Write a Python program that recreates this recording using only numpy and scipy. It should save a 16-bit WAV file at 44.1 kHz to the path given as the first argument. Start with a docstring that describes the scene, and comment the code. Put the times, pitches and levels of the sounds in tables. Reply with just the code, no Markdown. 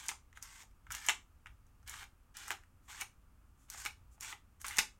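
"""A table in a small quiet room: a finger pushes the plastic tiles of a sliding puzzle around their tray.
Each move is a light touch, a short gritty slide and a clack as the tiles meet each other and the frame.
The tray rings and flexes, the table thuds under the leaning hand, the walls throw the clicks back.
A low rumble, a weak hum and a faint hiss lie underneath."""
import sys
import numpy as np
from scipy import signal
from scipy.fft import rfft, irfft, next_fast_len
from scipy.io import wavfile

SR = 44100
rng = np.random.default_rng(int(sys.argv[2]) if len(sys.argv) > 2 else 0)


def file_out(sig):
    """Save sig as 16-bit WAV at sys.argv[1]."""
    # one column per channel
    cols = np.atleast_2d(sig).T
    # limit, then scale
    lim = np.clip(cols, -1, 1)
    pcm = np.round(lim * 32767).astype(np.int16)
    wavfile.write(sys.argv[1], SR, pcm)


N = 220411
TIME = np.arange(N) / SR

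# One-place tile moves. Each row: start and end in seconds, rub and grit in relative dB,
# midway swell in dB (below 0 the tile runs free).
SLIDES = [(-.03, 0.084, -54, -55, -0.5), (0.423, 0.628, -56.5, -56.5, -4), (0.912, 1.099, -47.5, -50, -5),
          (1.871, 2.033, -52.5, -57, 2), (2.35, 2.511, -53.5, -56, 0.5), (2.888, 3.013, -48.5, -51, -7),
          (3.715, 3.851, -55, -51.5, 1), (4.215, 4.325, -51, -51, 2.5), (4.65, 4.782, -48, -52, -1)]
# A tile hits its neighbour, then the row seats on the frame. Each row: time and seating delay in seconds,
# first knock, first tick, seating knock and seating tick in relative dB, centre in Hz, tray thump in dB.
STOPS = [(0.0838, 0.0062, -55, -32, -34.5, -39.5, 2110, -53.5),
         (0.6317, 0.0046, -61.5, -60, -68, -70, 1770, -72),
         (1.086, 0.0079, -24, -25.5, -25.5, -34, 2250, -50),
         (2.021, 0.0077, -51.5, -62, -49.5, -62, 1510, -66.5),
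         (2.505, .009, -30.5, -41, -36, -44, 1690, -50.5),
         (3.0126, .0055, -42, -42, -36.5, -49, 2080, -57.5),
         (3.8509, .009, -41.5, -41.5, -33, -40.5, 2186, -55.5),
         (4.3254, 0.0061, -41, -54, -52.5, -65, 1950, -63),
         (4.784, 0.0044, -28.5, -25, -22.5, -30, 2606, -54)]
# Modes of the loaded tray. Each row: frequency in Hz, relative level in dB.
TRAY_MODES = [(885, -5.5), (1023, -4), (1200, -3), (1303, -3), (1400, -2.5), (1475, -5), (1609, -2.5),
              (1730, -8), (1850, -10), (2010, -4), (2130, 1.5), (2266, 1.5), (2350, -5), (2510, -2.5),
              (2724, -3.5), (2885, -1)]
TRAY_T60_S = 0.039  # tiles and hand damp all modes alike
# Spectrum of rubbing in the tray. Each row: frequency in Hz, relative density in dB.
RUB_SPECTRUM = [(150, -28), (350, -17.5), (570, -25.5), (850, -3), (1200, -4), (1700, 1.5), (2400, -3.5),
                (3400, -2.5), (4200, -13.5), (5500, -27)]


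def amp(db):
    """Decibels to gain."""
    return 10 ** (np.asarray(db) / 20)


def unit(x):
    """Scale to rms 1."""
    return x / np.sqrt(np.mean(x ** 2) + 1e-20)


def unit_attack(x, size=132):
    """Scale to rms 1 over the first size samples."""
    return x / np.sqrt(np.mean(x[:size] ** 2) + 1e-20)


def curve(points, hz):
    """Interpolate over log frequency."""
    points_hz, values = np.transpose(points)
    return np.interp(np.log(hz + 1), np.log(points_hz), values)


def add(mix, start_s, sound):
    """Mix a sound in at start_s."""
    part = mix[max(round(start_s * SR), 0):][:len(sound)]
    part += sound[:len(part)]


def colour(x, spectrum, size=4096):
    """Minimum-phase filter: nothing sounds ahead of a click."""
    log_gain = np.log(amp(curve(spectrum, abs(np.fft.fftfreq(size, 1 / SR)))))
    taps = np.fft.ifft(np.exp(np.conj(signal.hilbert(log_gain)))).real
    return signal.fftconvolve(x, taps[:size // 2])[:len(x)]


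def wander(rate_hz, size=8192):
    """Random drift of rms 1, up to about rate_hz."""
    lowpass = np.exp(-(np.fft.rfftfreq(size, TIME[-1] / size) / rate_hz) ** 2)
    drift = irfft(rfft(rng.standard_normal(size)) * lowpass)
    return np.interp(TIME, np.linspace(0, TIME[-1], size), unit(drift))


def air(noise_db=-65.5, hum_hz=87, hum_db=-71, waver=0.16):
    """Room rumble and hiss with a weak, wavering hum."""
    # Room noise. Each row: frequency in Hz, relative density in dB.
    air_spectrum = [(12, -23.5), (20, 1), (70, -6.5), (154, -18.5), (234, -17.5), (399, -28.5), (678, -31),
                    (923, -28), (1090, -29), (1190, -24.5), (1960, -36.5), (2670, -36), (3840, -44.5),
                    (7310, -41.5), (16000, -44.5)]
    hum = np.sin(2 * np.pi * hum_hz * TIME) * (1 + waver * wander(rate_hz=2.4))
    return amp(noise_db) * unit(colour(rng.standard_normal(N), air_spectrum)) + amp(hum_db) * hum


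def echoes(first_s=0.0012, build_s=0.00097, echoes_per_s=9000):
    """Dense wall echoes of energy 1; each band dies at its own rate."""
    # Room decay. Each row: frequency in Hz, T60 in seconds.
    room_t60 = [(200, 0.34), (700, .2), (1500, 0.21), (3000, 0.2), (7000, 0.22), (11000, 0.19),
                (16000, 0.14)]
    # Echo colour. Each row: frequency in Hz, relative gain in dB.
    room_colour = [(200, -1), (600, 5.5), (1000, -0.5), (2000, -4.5), (4000, 2), (7000, -3.5), (11000, 1.5),
                   (15000, -2)]
    t = np.arange(SR // 2) / SR
    taps = rng.choice([-1., 1.], len(t)) * (rng.random(len(t)) < echoes_per_s / SR)
    hz, frame_s, frames = signal.stft(taps, SR, nperseg=256)
    gain_db = curve(room_colour, hz)[:, None] - 60 * frame_s / curve(room_t60, hz)[:, None]
    tail = signal.istft(frames * amp(gain_db), SR, nperseg=256)[1][:len(t)]
    tail *= np.clip((t - first_s) / build_s, 0, 1)
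    return tail / np.linalg.norm(tail)


def room(x, wet_db=-6, tails=3, crossfade_hz=21):
    """Several random echo tails crossfade, so the room sounds smooth, with no ring at fixed pitches."""
    phase = 2 * np.pi * crossfade_hz * TIME
    shares = (np.sqrt(2 / tails) * np.cos(phase + np.pi * k / tails) for k in range(tails))
    return amp(wet_db) * sum(signal.fftconvolve(x * share, echoes())[:N] for share in shares)


def rocking(resting_db=-71):
    """Dull table thuds swell as the hand leans on the tray and rocks it."""
    # Leans of the hand. Each row: middle and length in seconds, level in dB.
    leans = [(.91, 0.21, -58.5), (1.517, 0.24, -62.5), (1.924, 0.54, -62.5), (3.019, 0.099, -61.5),
             (4.001, 0.68, -64.5), (4.68, 0.3, -63.5)]
    # Table thud. Each row: frequency in Hz, relative density in dB.
    thud_spectrum = [(20, -24.5), (40, -10), (55, 3), (75, -4.5), (110, -8), (200, -29.5), (400, -52.5)]
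    weight = np.full(N, amp(resting_db))
    for middle_s, length_s, db in leans:
        add(weight, middle_s - length_s / 2, amp(db) * np.hanning(int(length_s * SR)))
    return weight * unit(colour(rng.standard_normal(N), thud_spectrum))


def brushes():
    """Skin on smooth plastic: a swell of high hiss, with some rubbing as a tile gives."""
    # Fingertip strokes. Each row: start and length in seconds, skin hiss and tray rub in dB.
    strokes = [(0.349, 0.04, -68, -63.5), (0.423, 0.018, -58, -79), (2.82, 0.095, -76, -83.5),
               (3.564, 0.12, -75.5, -83), (3.681, 0.022, -71.5, -68), (4.105, 0.063, -72.5, -87),
               (4.199, 0.016, -60, -68), (4.597, 0.029, -62, -65.5)]
    # Skin hiss. Each row: frequency in Hz, relative density in dB.
    skin_spectrum = [(2000, -8), (4500, -7), (7000, 7.5), (11000, -2), (15000, -9)]
    hiss_gain, rub_gain = np.zeros((2, N))
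    for start_s, length_s, hiss_db, rub_db in strokes:
        swell = np.sin(np.linspace(0, np.pi, int(length_s * SR)))
        add(hiss_gain, start_s, amp(hiss_db) * swell)
        add(rub_gain, start_s, amp(rub_db) * swell)
    hiss = unit(colour(rng.standard_normal(N), skin_spectrum))
    rub = unit(colour(rng.standard_normal(N), RUB_SPECTRUM))
    return hiss_gain * hiss + rub_gain * rub


def ring(modes, t60_s, spread=0.095, detune=0.02, rise_s=0.00097, size=4096):
    """Modes of a struck object; strike spot and hand load set each one's sign, share and pitch."""
    t = np.arange(size) / SR
    hz, db = np.transpose(modes)
    share = rng.choice([-1, 1], len(hz)) * (1 + spread * rng.standard_normal(len(hz)))
    hz = hz * (1 + detune * rng.standard_normal(len(hz)))
    swell = np.sin(np.pi / 2 * np.minimum(t / rise_s, 1)) ** 2
    return (share * amp(db)) @ np.sin(2 * np.pi * np.outer(hz, t)) * swell * amp(-60 * t / t60_s)


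def thumps(t60_s=0.047, lag_s=0.003):
    """The tray flexes as a whole at each stop: a short, hollow thump."""
    # Flexing of frame and tray. Each row: frequency in Hz, relative level in dB.
    flex_modes = [(240, -18.5), (300, -11), (390, -8.5), (470, -19.5), (760, -2), (830, 2), (910, 1.5),
                  (1010, -3.5)]
    out = np.zeros(N)
    for start_s, *_, db in STOPS:
        add(out, start_s + lag_s, amp(db) * unit_attack(ring(flex_modes, t60_s, rise_s=0.0015), size=880))
    return out


def friction(catches_per_s=1500, spread_db=1.5, hiss_gain=0.66, judder_db=1.2, judder_hz=99):
    """Tiny catches of plastic on plastic over a smooth hiss; the finger's push judders."""
    strength = amp(spread_db * np.minimum(rng.exponential(1, N), 4)) * rng.choice([-1, 1], N)
    catches = unit(strength * (rng.random(N) < catches_per_s / SR))
    return (catches + hiss_gain * rng.standard_normal(N)) * amp(judder_db * wander(judder_hz))


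def rasp(x, shift_db, shift_hz):
    """Contact points change as the tile travels, bringing out one band after another."""
    bands_hz = [900, 1400, 2100, 3200, 5500, 7000, 8800, 13000]
    size = 2 * next_fast_len(N // 2 + 1)
    spectrum, hz = rfft(x, size), np.fft.rfftfreq(size, 1 / SR)
    masks = (curve(np.c_[bands_hz, row], hz) for row in np.eye(len(bands_hz)))
    bands = (irfft(spectrum * mask)[:N] for mask in masks)
    return unit(sum(band * amp(shift_db * wander(shift_hz)) for band in bands))


def slides(gain_db=-3, ring_db=-6, rise_s=0.024, fall_s=0.0033):
    """Friction drives tray and tile: it sets in, binds or eases midway and ends at the stop."""
    # Grit of the tile edges. Each row: frequency in Hz, relative density in dB.
    grit_spectrum = [(3000, -33), (4400, -5), (5500, 1.5), (6800, 3), (8500, 0), (10200, -13.5),
                     (13000, -12), (16000, -24)]
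    drive = friction()
    scrape = rasp(colour(drive, RUB_SPECTRUM), shift_db=1.5, shift_hz=21)
    grit = rasp(colour(drive, grit_spectrum), shift_db=1.6, shift_hz=26)
    out = np.zeros(N)
    for start_s, end_s, rub_db, grit_db, swell_db in SLIDES:
        gate = np.clip(np.minimum((TIME - start_s) / rise_s, (end_s - TIME) / fall_s) + 0.5, 0, 1)
        moving = gate > 0
        travel = (TIME[moving] - start_s) / (end_s - start_s)
        push = gate[moving] * amp(gain_db + swell_db * np.sin(np.pi * travel) ** 2)
        # each tile rubs another part of the tray
        ringing = signal.fftconvolve(scrape[moving], ring(TRAY_MODES, TRAY_T60_S))[:moving.sum()]
        rub = unit(unit(scrape[moving]) + amp(ring_db) * unit(ringing))
        out[moving] += push * (rub * amp(rub_db) + unit(grit[moving]) * amp(grit_db))
    return out


def chatter(hold_s, rise_s, tail_db, tail_t60_s, size=4096):
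    """Two faces buzz together with a flat spectrum, then settle."""
    t = np.arange(size) / SR
    flat_noise = irfft(np.exp(2j * np.pi * rng.random(size // 2 + 1)))
    buzz = unit(flat_noise[:int(hold_s * SR / 2) + 2])
    tail = rng.standard_normal(size) * amp(tail_db - 60 * t / tail_t60_s) * (t > hold_s)
    return (np.pad(buzz, (0, size - len(buzz))) + tail) * np.minimum(t / rise_s, 1)


def contact(knock_db, tick_db, centre_hz, sharp_db, dull_db_per_oct=8, thin_db_per_oct=6):
    """One contact knocks the tray and ticks in the small tile; harder ones centre higher."""
    # Crack in the tray. Each row: frequency in Hz, relative density in dB.
    crack_spectrum = [(100, -42), (300, -30), (600, -25.5), (850, 0), (1250, -2.5), (2300, -3),
                      (2900, -2.5), (3400, -3.5), (4300, -7), (5500, -29.5)]
    # Tick in the tile. Each row: frequency in Hz, relative density in dB.
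    tick_spectrum = [(3000, -25.5), (4600, -12), (5500, -5.5), (6800, -1.5), (8000, -4.5), (9200, -5),
                     (10200, -10.5), (12500, -9.5), (16000, -16)]
    crack = colour(chatter(hold_s=0.004, rise_s=0.0008, tail_db=-8.5, tail_t60_s=0.03), crack_spectrum)
    tray = amp(-5) * unit_attack(ring(TRAY_MODES, TRAY_T60_S), size=220)
    # the contact favours modes near its centre
    bands_hz = np.geomspace(100, 16000, 30)
    octaves = np.log2(bands_hz / centre_hz)
    tilt_db = -dull_db_per_oct * np.maximum(octaves, 0) + thin_db_per_oct * np.clip(octaves, -2, 0)
    knock = unit_attack(colour(unit_attack(crack) + tray, np.c_[bands_hz, tilt_db]))
    # the tile rocks on the contact point for a few cycles
    clack = amp(-3) * unit_attack(ring([(centre_hz, 0)], t60_s=0.013))
    buzz = chatter(hold_s=0.003, rise_s=0.00089, tail_db=-5, tail_t60_s=0.036)
    # a corner ticks sharper than a flat face
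    tick = colour(colour(buzz, tick_spectrum), [(7500, 0), (11500, sharp_db)])
    return amp(knock_db) * unit_attack(knock + clack) + amp(tick_db) * unit_attack(tick)


def snags(knock_gain_db=-3, tick_gain_db=-4, scatter_db=0.5, centre_hz=1900, scatter_oct=0.53, count=4):
    """A moving tile catches on its neighbours at random, as strongly as it rubs."""
    out = np.zeros(N)
    for start_s, end_s, rub_db, grit_db, swell_db in SLIDES:
        places = (np.arange(count) + rng.random(count)) / count
        scatter = np.clip(rng.standard_normal((count, 3)), -1.5, 1.5)
        for place, (knock_dip, tick_dip, hardness) in zip(places, scatter):
            snag = contact(rub_db + knock_gain_db - scatter_db * knock_dip,
                           grit_db + tick_gain_db - scatter_db * tick_dip,
                           centre_hz * 2 ** (scatter_oct * hardness), sharp_db=-2)
            push = amp(swell_db * np.sin(np.pi * place) ** 2)
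            add(out, start_s + place * (end_s - start_s), snag * push)
    return out


def clicks(knock_gain_db=-4.5):
    """A finger lands, or a tile breaks loose or snags; the more knock over tick, the duller."""
    # Light contacts. Each row: start in seconds, tray knock and edge tick in relative dB, centre in Hz.
    touches = [(0.061, -61, -51, 2400), (0.1143, -39.5, -64, 1330), (0.328, -54.5, -68, 1830),
               (0.3724, -43.5, -58.5, 1540), (0.4254, -56, -42, 2660), (0.7107, -72, -76, 2150),
               (.867, -49.5, -72, 1430), (.9045, -37.5, -53, 1540), (0.91, -38, -50, 1410),
               (0.9198, -69, -39, 1480), (0.9418, -41, -58, 1940), (.949, -39.5, -39.5, 1780),
               (1.0642, -64.5, -40, 2156), (1.4592, -42.5, -66, 1650), (1.4685, -45.5, -64.5, 1837),
               (1.6665, -72, -72, 1500), (1.8288, -64, -72.5, 1250), (1.876, -60, -49, 2420),
               (1.8951, -66, -42.5, 1990), (1.9389, -42, -62, 1660), (2.04, -48.5, -59.5, 1900),
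               (2.3687, -62, -45, 1820), (2.48, -41.5, -44, 1306), (2.6355, -57.5, -72.5, 1850),
               (2.9462, -46, -66.5, 1727), (3.0102, -42, -39, 3020), (3.7003, -51, -41.5, 2240),
               (3.7457, -45, -71, 1070), (4.1784, -63.5, -85, 1020), (4.2083, -54, -42.5, 2370),
               (4.2303, -53, -45.5, 2930), (4.6149, -52, -47.5, 1650), (4.6441, -35.5, -51, 1130),
               (4.6488, -39.5, -46.5, 1690), (4.6655, -66, -41, 1890), (4.682, -77, -38.5, 2100),
               (4.7089, -36.5, -53, 2080), (4.769, -54.5, -37.5, 1900), (4.7747, -37, -49, 1850)]
    out = np.zeros(N)
    for start_s, knock_db, tick_db, centre_hz in touches:
        soft_db = knock_db - tick_db
        click = contact(knock_db + knock_gain_db, tick_db, centre_hz,
                        sharp_db=-2 - 0.15 * soft_db, dull_db_per_oct=9 + 0.18 * soft_db)
        add(out, start_s, click)
    return out


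def stops(knock_gain_db=-1, light_tick_db=-43, rebound_s=0.0052, knock_loss_db=7, tick_loss_db=5):
    """A tile hits its neighbour, the harder the flatter; the row seats on the frame and rattles."""
    out = np.zeros(N)
    for start_s, delay_s, knock_db, tick_db, seat_knock_db, seat_tick_db, centre_hz, _ in STOPS:
        sharp_db = -0.8 * max(tick_db - light_tick_db, 0)
        add(out, start_s, contact(knock_db + knock_gain_db, tick_db, centre_hz, sharp_db))
        bounce_s = start_s + delay_s
        for k in range(4):  # each bounce sooner and weaker
            bounce = contact(seat_knock_db + knock_gain_db - k * knock_loss_db,
                             seat_tick_db - k * tick_loss_db, centre_hz, sharp_db=-4)
            add(out, bounce_s, bounce)
            bounce_s += rebound_s * 0.9 ** k
    return out


def scene():
    """The puzzle close by, its echoes and the background, in mono."""
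    puzzle = clicks() + stops() + thumps() + slides() + snags() + brushes()
    return (puzzle + room(puzzle) + rocking() + air())[None]


def record(dry):
    """Steep low-pass at 16.2 kHz."""
    lowpass = signal.firwin(401, 16200, window=("kaiser", 9), fs=SR)
    return signal.oaconvolve(dry, lowpass[None], "same")


dry = scene()
out = record(dry)
file_out(out)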